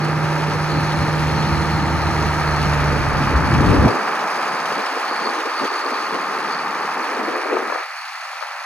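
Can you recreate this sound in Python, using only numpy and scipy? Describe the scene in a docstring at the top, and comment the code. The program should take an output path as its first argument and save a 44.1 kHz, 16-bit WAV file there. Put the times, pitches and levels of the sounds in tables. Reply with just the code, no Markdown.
"""A six-cylinder diesel tractor crawls across a gravel yard, near a hand-held phone in gusty wind.
The block repeats its pattern of knocks every two turns: slowly changing noise, struck by each firing.
Firing and fan notes hum below as sine orders of the shaft; turbocharger hiss, a moving noise band, lies above.
Wind buffets two microphone ports as noise gusts and swinging thuds, until a low cut slides up
and takes the low notes away."""
import sys
import numpy as np
from scipy import signal
from scipy.fft import rfft, irfft, next_fast_len
from scipy.io import wavfile
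from scipy.ndimage import uniform_filter1d, minimum_filter1d, map_coordinates

SR = 44100
rng = np.random.default_rng(int(sys.argv[2]) if len(sys.argv) > 2 else 0)


def output_pcm(signal):
    """Save a mono or channel-first signal as 16-bit PCM at the path in sys.argv[1].

    Samples are clipped to [-1, 1] before scaling.
    """
    pcm = np.clip(np.atleast_2d(signal).T, -1, 1) * 32767
    wavfile.write(sys.argv[1], SR, np.round(pcm).astype(np.int16))


N = 381465


# Crankshaft speed. Each row: time in seconds, speed in rpm.
SHAFT_SPEED = [(0, 1554), (1.9, 1551), (2.3, 1546), (2.6, 1512), (3.05, 1462), (3.3, 1460), (3.6, 1468),
               (4.3, 1466), (4.6, 1467), (5.15, 1481), (5.8, 1480), (6.2, 1488), (6.7, 1488), (7.05, 1484),
               (7.35, 1536), (7.8, 1539), (8.65, 1535)]


def crankshaft():
    """Phase is the integral of speed: counts the four-stroke cycles, of two turns each."""
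    rpm = curves(SHAFT_SPEED)[0]
    return np.cumsum(rpm) / (120 * SR)


def tractor(cycle):
    """Superposition of block knock, top-end clatter, turbocharger hiss and a ringing panel."""
    return block_knock(cycle) + top_end_clatter(cycle) + turbocharger(cycle) + ringing_panel(cycle)


# Engine noise. Each row: time in seconds, block knock in dB, mean top-end clatter in dB.
ENGINE_LEVELS = [(0, -22.5, -36), (.7, -22.5, -33.5), (1.8, -23, -34), (2.4, -21.5, -33),
                 (3.9, -21.5, -33.5), (5.4, -24, -34.5), (6.6, -23.5, -36.5), (7.2, -22, -36),
                 (7.6, -21.5, -38), (8.65, -24, -38)]
# How the tractor faces the phone. Each row: time in seconds, facing from 0 side-on to 1 nose-on,
# changes of the knock pattern per second, unrepeated noise in dB relative to the repeating noise.
FACING_PATH = [(0, 0, .9, -9.5), (2.1, 0, .9, -9.5), (2.5, .3, 2.2, -6), (3.2, 1, 2.2, -6),
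               (3.8, 1, 1.1, -9), (5.8, 1, 1.1, -9), (6.6, .7, 1.1, -9), (7, .6, 2.2, -6),
               (8.65, .5, 2.2, -5)]
# Relative spectrum of the block. Each row: frequency in Hz, density in dB per Hz.
BLOCK_SPECTRUM = [(60, 7), (150, -8.5), (400, -7.5), (650, -1), (850, 2), (1050, 0), (1250, 3),
                  (1500, -2.5), (1750, -1.5), (2100, -7), (2400, -9), (2900, -20), (3600, -45)]


def block_knock(cycle):
    """Forced vibration: a cyclic noise pattern, partly random, pulsed by combustion and coloured by the block."""
    knock_db, _ = curves(ENGINE_LEVELS)
    _, change, loose_db = curves(FACING_PATH)
    drive = repeating(cycle, change) + amp(loose_db) * rng.standard_normal(N)
    drive /= np.sqrt(1 + amp(2 * loose_db))  # the mix keeps its power
    blows = drive * firings(cycle, fall_db=5, scatter_db=.8)
    return amp(knock_db) * coloured(blows + cracks(cycle), BLOCK_SPECTRUM)


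def repeating(cycle, change):
    """Periodicity gives a line spectrum: all orders alike in strength, melting into new patterns."""
    size = 3400  # samples in one pattern
    age = np.cumsum(change) / SR
    phases = rng.random((int(age[-1]) + 2, size // 2 + 1))
    patterns = unit(irfft(np.exp(2j * np.pi * phases), size))
    row = age.astype(int)
    place = (cycle % 1 * size).astype(int)
    turn = np.pi / 2 * (age - row)  # equal-power crossfade
    return np.cos(turn) * patterns[row, place] + np.sin(turn) * patterns[row + 1, place]


# Uneven cylinders. Each entry: relative strength of one firing in dB.
CYLINDER_STRENGTHS = [0.89, 1.3, 1.3, 0.89, 0.74, 1.23]


def firings(cycle, fall_db, scatter_db):
    """Impulsive excitation: six uneven blows a cycle rise at once and fall exponentially, by fall_db each."""
    place = cycle * len(CYLINDER_STRENGTHS)
    blow = place.astype(int)
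    chance = scatter_db * rng.standard_normal(blow[-1] + 1)[blow]
    strength = np.take(CYLINDER_STRENGTHS, blow, mode="wrap")
    return amp(strength + chance - fall_db * (place % 1))


def cracks(cycle):
    """Steep pressure rise: one sharp click of uneven size at each combustion, to be coloured by the block."""
    start = np.diff(np.floor(cycle * len(CYLINDER_STRENGTHS)), prepend=0)
    return -start * amp(15 + 3 * rng.standard_normal(N))  # 15 dB, scatter 3 dB


# Relative spectrum of the top end. Each row: frequency in Hz, density in dB per Hz.
TOP_END_SPECTRUM = [(1500, -1.5), (2500, 9.5), (3500, 3.5), (5200, 4), (6200, -0.5), (7200, -7.5),
                    (9000, -6), (11000, -12.5), (15500, -17)]
RATTLE_DB, RATTLES_PER_S = .6, 8  # the level wanders as the wheels roll over ruts


def top_end_clatter(cycle):
    """Amplitude modulation: patchy noise beats with the firings, between the block's blows."""
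    _, clatter_db = curves(ENGINE_LEVELS)
    rattle = patchy(rng.standard_normal(N), depth_db=1)  # loose tinware shakes over the gravel
    blows = rattle * firings(cycle + .25, fall_db=3.8, scatter_db=1.3)
    return amp(clatter_db + RATTLE_DB * wobble(RATTLES_PER_S)) * coloured(blows, TOP_END_SPECTRUM)


# Turbo hiss. Each row: time in seconds, centre in Hz, level in dB.
HISS = [(0, 4390, -48), (.65, 4320, -47), (.72, 4330, -40), (1.3, 4300, -48), (1.37, 4310, -40),
        (1.95, 4280, -47), (2, 4270, -38), (2.07, 4280, -45.5), (2.65, 4380, -38.5), (2.77, 4420, -41.5),
        (4.14, 4600, -41.5), (4.18, 4600, -63), (4.26, 4650, -45), (4.45, 4700, -41), (4.99, 4500, -39.5),
        (5.28, 4480, -32.5), (5.35, 4510, -46), (5.59, 4520, -35), (6.38, 4460, -42), (6.48, 4560, -45),
        (6.53, 4500, -34), (6.67, 4530, -44), (7.47, 4400, -43.5), (7.61, 4350, -50), (7.78, 4420, -42.5),
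        (8.65, 4400, -46.5)]
# Narrow core of the hiss. Each row: time in seconds, centre in Hz, level in dB.
HISS_CORE = [(0, 4220, -56), (.65, 4220, -55), (.75, 4220, -44), (2.1, 4215, -44.5), (2.5, 4220, -52),
             (2.9, 4240, -77), (8.65, 4240, -77)]
TICK_DB = 6.5  # nose-on, the fall after each firing that chops the hiss into ticks


def turbocharger(cycle):
    """Heterodyning: low noise is shifted to moving centres; the wide band also surges with the firings."""
    facing = curves(FACING_PATH)[0]
    hiss_hz, hiss_db = curves(HISS)
    core_hz, core_db = curves(HISS_CORE)
    band = coloured(rng.standard_normal(N), [(1, 0), (200, -1), (320, -6), (460, -22), (1200, -60)])
    core = coloured(rng.standard_normal(N), [(1, 0), (60, 0), (110, -6), (180, -22), (400, -60)])
    surge = firings(cycle / 3, fall_db=3, scatter_db=.8)  # two surges a cycle
    ticks = firings(cycle + .25, fall_db=TICK_DB * facing, scatter_db=1.5)
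    hiss = amp(hiss_db) * centred(band * unit(surge * ticks), hiss_hz)
    return hiss + amp(core_db) * centred(core, core_hz)


# Relative spectrum of the panel. Each row: frequency in Hz, density in dB per Hz.
PANEL_SPECTRUM = [(1900, -60), (2200, -10), (2330, 0), (2520, 0), (2650, -10), (3000, -60)]
PANEL_SIDE_DB, PANEL_NOSE_DB = -49, -46  # level side-on and nose-on


def ringing_panel(cycle):
    """Resonance: noise bursts at each firing are narrowed to the band where a panel rings."""
    facing = curves(FACING_PATH)[0]
    bursts = rng.standard_normal(N) * firings(cycle, fall_db=14, scatter_db=3)
    level_db = PANEL_SIDE_DB + (PANEL_NOSE_DB - PANEL_SIDE_DB) * facing
    return amp(level_db) * coloured(bursts, PANEL_SPECTRUM)


# The two low notes, which drop away as the wind peaks.
# Each row: time in seconds, mean firing note in dB, mean fan blade note in dB.
LOW_NOTE_LEVELS = [(0, -46, -16), (.5, -49, -18.5), (1.2, -32, -17), (1.6, -21.5, -19.5),
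                   (2.2, -23.5, -21.5), (2.9, -20, -18), (3.2, -25, -27), (3.85, -27, -30),
                   (3.93, -75, -75)]
# The order that comes and goes. Each row: time in seconds, mean level in dB.
WHINE_LEVELS = [(0, -42), (3, -38), (3.5, -37), (4.7, -36), (4.85, -31), (5.6, -31), (6.2, -35), (6.6, -38),
                (8.65, -49)]
# Orders that stand out. Each row: order of the two-turn cycle, level in dB side-on, level in dB nose-on,
# both before the pattern changes and firings shape them.
ORDER_LEVELS = [(13, -32, -40), (16, -31, -42), (24, -35, -50), (26, -28, -47), (44, -35, -50),
                (45, -36, -50), (48, -39, -39), (62, -33, -46), (63, -41, -36), (69, -31, -40),
                (70, -48, -36), (74, -32, -44), (81, -48, -36), (86, -40, -33), (93, -30, -44),
                (96, -48, -37), (98, -31, -35), (99, -48, -37), (104, -39, -33), (106, -44, -37),
                (123, -36, -39), (132, -46, -37)]
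FAN_ORDER, WHINE_ORDER = 11.82, 72  # periods per two-turn cycle


def tones(cycle):
    """Order tracking: sines locked to the shaft, whose levels change as the tractor turns; fan between orders."""
    facing, change, _ = curves(FACING_PATH)
    firing_db, fan_db = curves(LOW_NOTE_LEVELS)
    out = amp(firing_db + wobble(4.93)) * np.sin(2 * np.pi * len(CYLINDER_STRENGTHS) * cycle)
    out += amp(fan_db + 0.45 * wobble(4.98)) * np.sin(2 * np.pi * FAN_ORDER * cycle)
    whine = amp(curves(WHINE_LEVELS)[0] + 1.5 * wobble(6))
    beat = 1 + .3 * np.cos(2 * np.pi * cycle)
    out += whine * beat * np.sin(2 * np.pi * WHINE_ORDER * cycle + .5 * wobble(4))
    pulse = firings(cycle, fall_db=4, scatter_db=1.5) * amp(-.5)  # each firing feeds the orders anew
    for order, side_db, nose_db in ORDER_LEVELS:
        level_db = side_db + (nose_db - side_db) * facing - 2 * change + 2.2 * wobble(5)
        phase = 2 * np.pi * (order * cycle + rng.random()) + .45 * wobble(4)
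        out += amp(level_db) * pulse * np.sin(phase)
    return out


# Breeze on the ports, swelling to one hard gust.
# Each row: time in seconds, mean low rumble in dB, mean flutter in dB, left minus right in dB.
BREEZE = [(0, -31, -27, 2), (.4, -28, -26, -1), (.6, -25, -28, 0), (1.17, -26.5, -27.5, 1),
          (1.3, -24.5, -28, 0), (2.7, -27.5, -30, 0), (3.2, -24.5, -27.5, -1), (3.4, -19, -30, 1.5),
          (3.55, -21, -28, 1.5), (3.7, -13.5, -24, 2), (3.76, -21, -18, 2), (3.86, -17, -14.5, -0.5),
          (3.9, -30, -21, 3), (3.94, -40, -22.5, 0), (3.99, -60, -26, -1), (4.05, -58, -29, 2.5),
          (5.1, -54, -35, 0.5), (6.1, -58, -28.5, 1), (6.9, -65, -32, 2), (7.2, -62, -25, 2),
          (7.56, -64, -36, 3), (7.68, -60, -33, 7), (7.85, -60, -64, 14), (8.65, -60, -54, 13)]
# Relative spectrum of the rumble. Each row: frequency in Hz, density in dB per Hz.
RUMBLE_SPECTRUM = [(20, -24), (40, -9), (65, 5.5), (120, 6), (230, 0.5), (330, 0.5), (500, -70)]
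# Relative spectrum of the flutter. Each row: frequency in Hz, density in dB per Hz.
FLUTTER_SPECTRUM = [(80, 5), (200, 0), (450, 6), (650, -3), (1200, -14), (2500, -99)]
# Puffs of flutter. Each row: centre in seconds, peak in dB, half-width in seconds.
FLUTTER_PUFFS = [(3.98, -32, 0.018), (4.55, -34, .01), (4.721, -27, 0.0087), (4.79, -28, .018),
                 (4.971, -22.5, 0.0055), (5.12, -29, 0.022), (5.22, -22, .014), (5.28, -20.5, 0.03),
                 (5.375, -26.5, 0.045), (5.47, -22.5, 0.019), (5.62, -22, .015), (5.645, -20.5, 0.019),
                 (5.72, -17, 0.0053), (5.86, -29, 0.029), (5.93, -25, 0.017), (6.031, -28, .018),
                 (6.15, -22, 0.027), (6.235, -25.5, 0.0064), (7.09, -37, 0.014), (7.175, -37, .008),
                 (7.205, -27, 0.0096), (7.29, -21, 0.014), (7.36, -23.5, 0.04), (7.46, -19, 0.0089),
                 (7.54, -18, 0.052), (7.63, -23, 0.0087)]
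# Deep shoves of air. Each row: centre in seconds, peak in dB before a random wobble, pitch in Hz.
AIR_THUDS = [(.44, -34, 80), (.57, -26, 80), (1, -27, 80), (1.07, -20, 80.5), (2.809, -19, 80),
             (3.245, -16, 120), (3.364, -8, 69.5), (3.409, -10.5, 129), (3.539, -10, 121), (3.615, -9, 235),
             (3.681, -16, 110), (3.749, -12, 282), (3.803, -9.5, 80), (3.853, -8.5, 141), (3.861, -9, 260)]
# Eddies slapping the ports. Each row: centre in seconds, peak in dB.
EDDY_SLAPS = [(3.875, -17), (5.271, -16), (5.292, -18), (7.569, -10), (7.7, -15), (7.725, -15),
              (7.759, -16), (7.804, -20), (8.428, -14), (8.437, -17)]
# Relative spectrum of the slaps. Each row: frequency in Hz, density in dB per Hz.
SLAP_SPECTRUM = [(80, -3), (300, -11.5), (700, 4.5), (1400, -5), (2500, -22), (5000, -68)]
RUMBLE_GUSTY_DB, FLUTTER_GUSTY_DB, GUSTS_PER_S = 2, 1.5, 9  # random swells of the breeze
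THUD_SWINGS, SLAP_S = 1.2, 0.0029  # half-widths: in swings of the thud's pitch, in seconds


def wind():
    """Turbulent pressure: rumble and flutter follow the breeze; thuds, puffs and slaps stand out of it."""
    rumble_db, flutter_db, side_db = curves(BREEZE)
    low = amp(rumble_db + RUMBLE_GUSTY_DB * wobble(GUSTS_PER_S))
    high = amp(flutter_db + FLUTTER_GUSTY_DB * wobble(2 * GUSTS_PER_S))
    high += bumps(*np.transpose(FLUTTER_PUFFS))
    rumble = low * gusts(RUMBLE_SPECTRUM, alike=.74, lumpy_db=1.2, rate=16)
    flutter = high * gusts(FLUTTER_SPECTRUM, alike=.75, lumpy_db=1.2, rate=35)
    s, db, hz = np.transpose(AIR_THUDS)
    shoves = -bumps(s, db, THUD_SWINGS / hz, hz)
    thuds = shoves * amp(2 * np.array([wobble(30), wobble(30)]))  # each port wobbles on its own
    slaps = bumps(*np.transpose(EDDY_SLAPS), SLAP_S) * gusts(SLAP_SPECTRUM, alike=.7, lumpy_db=1, rate=35)
    return amp(np.outer([.5, -.5], side_db)) * (rumble + thuds + flutter + slaps)


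def gusts(spectrum, alike, lumpy_db, rate):
    """Partial coherence: lumpy turbulence, partly shared by both ports."""
    turn = np.arccos(np.clip(alike, 0, 1)) / 2
    lumps = amp(lumpy_db * np.array([wobble(rate), wobble(rate)]))
    shared, differing = rng.standard_normal((2, N)) * lumps
    left = np.cos(turn) * shared + np.sin(turn) * differing
    right = np.cos(turn) * shared - np.sin(turn) * differing
    return coloured(np.array([left, right]), spectrum)


def bumps(times, peaks_db, widths_s, pitches_hz=0):
    """Gaussian wave packets: a bell-shaped swell for each event, swinging at its pitch."""
    out = np.zeros(N)
    for s, db, width_s, hz in np.broadcast(times, peaks_db, widths_s, pitches_hz):
        at = np.arange(int((s - 3 * width_s) * SR), int((s + 3 * width_s) * SR))
        t = at / SR - s
        out[at] += amp(db) * np.exp(-(t / width_s) ** 2) * np.cos(2 * np.pi * hz * t)
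    return out


# Phase between the ports. Each row: frequency in Hz, lead of the left in radians.
PORT_LEAD = [(0, 0), (1400, .1), (3000, 1.6), (4100, 1.1), (5200, 2.7), (8300, -3.14), (15500, -15.7)]
# Likeness of the ports. Each row: frequency in Hz, likeness from 0 to 1.
PORT_LIKENESS = [(100, .78), (1000, .9), (3000, .87), (5000, .75), (7500, .7), (8200, .86), (15000, .86)]
# Level between the ports. Each row: frequency in Hz, left minus right in dB.
PORT_TILT = [(150, -1), (250, -2.5), (1200, 1.5), (1600, -4), (2000, -0.5), (2800, -1), (4000, 2.5),
             (5500, 3), (7500, 3.5), (8400, -1)]


def ports(near, scattered):
    """Interaural-style cues: phase lead and level tilt between two ports, plus a share that differs."""
    side = np.array([[1], [-1]])

    def place(hz):
        lead = np.interp(hz, *np.transpose(PORT_LEAD)) / 2
        return np.exp(1j * side * lead) * amp(side * along(PORT_TILT, hz) / 2)

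    def share(hz):
        return np.arccos(np.clip(along(PORT_LIKENESS, hz), 0, 1)) / 2

    direct = filtered(near, lambda hz: place(hz) * np.cos(share(hz)))
    return direct + filtered(scattered, lambda hz: side * place(hz) * np.sin(share(hz)))


def amp(db):
    """Logarithmic level: decibels to gain."""
    return np.exp(np.asarray(db) * (np.log(10) / 20))


def unit(x):
    """Power normalisation: scaled to rms 1."""
    return x / np.sqrt(np.mean(x ** 2) + 1e-20)


def along(points, hz):
    """Logarithmic frequency scale: (Hz, value) points joined on it."""
    f, v = np.transpose(points)
    return np.interp(np.log(hz + 1), np.log(f + 1), v)


def curves(rows):
    """Linear interpolation: one value per sample for each column after the time."""
    s, *cols = np.transpose(rows)
    return [np.interp(np.arange(N) / SR, s, c) for c in cols]


def wobble(rate):
    """Slow random modulation: a smooth curve through rate random knots a second."""
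    place = np.arange(0, N + 64, 64)
    knots = rng.standard_normal(int(N * rate / SR) + 4)
    smooth = map_coordinates(knots, [place * rate / SR])
    return np.interp(np.arange(N), place, smooth)


def filtered(x, response):
    """Linear filtering: the spectrum times a response of frequency."""
    m = next_fast_len(N + 8192)
    return irfft(rfft(x, m) * response(np.fft.rfftfreq(m, 1 / SR)), m)[..., :N]


def coloured(x, spectrum):
    """Spectral shaping: x through (Hz, dB) points, at rms 1."""
    return unit(filtered(x, lambda hz: amp(along(spectrum, hz))))


def centred(x, hz):
    """Ring modulation: a low band moved to both sides of a centre frequency, at equal power."""
    return x * 2 ** .5 * np.sin(2 * np.pi * np.cumsum(hz) / SR)


def patchy(x, depth_db):
    """Time-frequency modulation: random patches of gain, about 1.5 kHz by 35 ms."""
    z = signal.stft(x, nperseg=256)[2]
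    field = uniform_filter1d(rng.standard_normal(z.shape), size=9, axis=0)
    field = uniform_filter1d(field, size=12, axis=1)
    return signal.istft(z * amp(depth_db * unit(field)), nperseg=256)[1][:N]


def limited(x):
    """Peak limiting: one gain for both ports dips smoothly, 10 ms around each peak over 0.9."""
    need = np.minimum(1, .9 / (np.abs(x).max(axis=0) + 1e-9))
    return x * uniform_filter1d(minimum_filter1d(need, size=881), size=441)


def scene():
    """Superposition of the tractor heard directly, the tractor scattered by the yard, and the wind."""
    cycle = crankshaft()
    hum = tones(cycle)
    near = tractor(cycle) + hum
    scattered = tractor(cycle) - 0.47 * hum
    return ports(near, scattered) + wind()


# Sliding low cut. Each row: time in seconds, edge in Hz.
LOW_CUT_EDGE = [(0, 82), (1.2, 58.3), (3.2, 37), (3.86, 38.8), (3.94, 150), (4.02, 176), (4.5, 158),
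                (4.76, 167), (4.88, 253), (5.2, 185), (5.4, 262), (5.58, 250), (5.635, 156), (5.69, 250),
                (5.78, 268), (5.97, 230), (6.05, 176), (6.9, 158), (7.06, 235), (7.3, 189), (7.4, 290),
                (7.7, 209), (7.8, 330), (7.86, 483), (7.94, 504), (7.97, 660), (8.17, 650), (8.26, 540),
                (8.42, 478), (8.65, 555)]
# Two shelves. Each row: time in seconds, bass edge in Hz, gain in dB below it, gain in dB below 1.8 kHz.
SHELVES = [(0, 700, -1, -2), (3.9, 700, -0.5, 1), (4.05, 626, -3.5, 1), (5, 650, -3.5, 1),
           (5.5, 820, -6, 1.5), (7, 756, -4, 0), (7.8, 700, 2, -4), (7.86, 696, -3, -11.5),
           (8.65, 690, -3, -7)]
SKIRT_DB, SKIRT_DB_PER_HZ = -6, 0.22  # what leaks below the low cut's edge
SKIRT_ENDS_HZ = 360  # the leak fades out as the edge rises past this
TOP_HZ = 15770  # band limit


def record(dry):
    """Time-varying filtering: a steep low cut and two sliding shelves, then a limiter and the band limit."""
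    hz, t, z = signal.stft(dry, SR, nperseg=2048, noverlap=1536)
    hz = hz[:, None] + 1
    edge_hz = np.interp(t, *np.transpose(LOW_CUT_EDGE))
    low_cut = 1 / np.sqrt(1 + (edge_hz / hz) ** 34) + amp(-50)
    skirt = amp(SKIRT_DB - SKIRT_DB_PER_HZ * (edge_hz - hz).clip(0)) * (hz / edge_hz).clip(0, 1) ** 2
    low_cut = np.maximum(low_cut, skirt / (1 + (edge_hz / SKIRT_ENDS_HZ) ** 10))
    s, bass_hz, bass_db, middle_db = np.transpose(SHELVES)
    bass = np.interp(t, s, bass_db) / (1 + (hz / np.interp(t, s, bass_hz)) ** 16)
    middle = np.interp(t, s, middle_db) / (1 + (hz / 1800) ** 4)
    shaped = z * low_cut * amp(bass + middle)
    cut = signal.istft(shaped, SR, nperseg=2048, noverlap=1536)[1][:, :N]
    return filtered(limited(cut), lambda hz: hz < TOP_HZ)


dry = scene()
out = record(dry)
output_pcm(out)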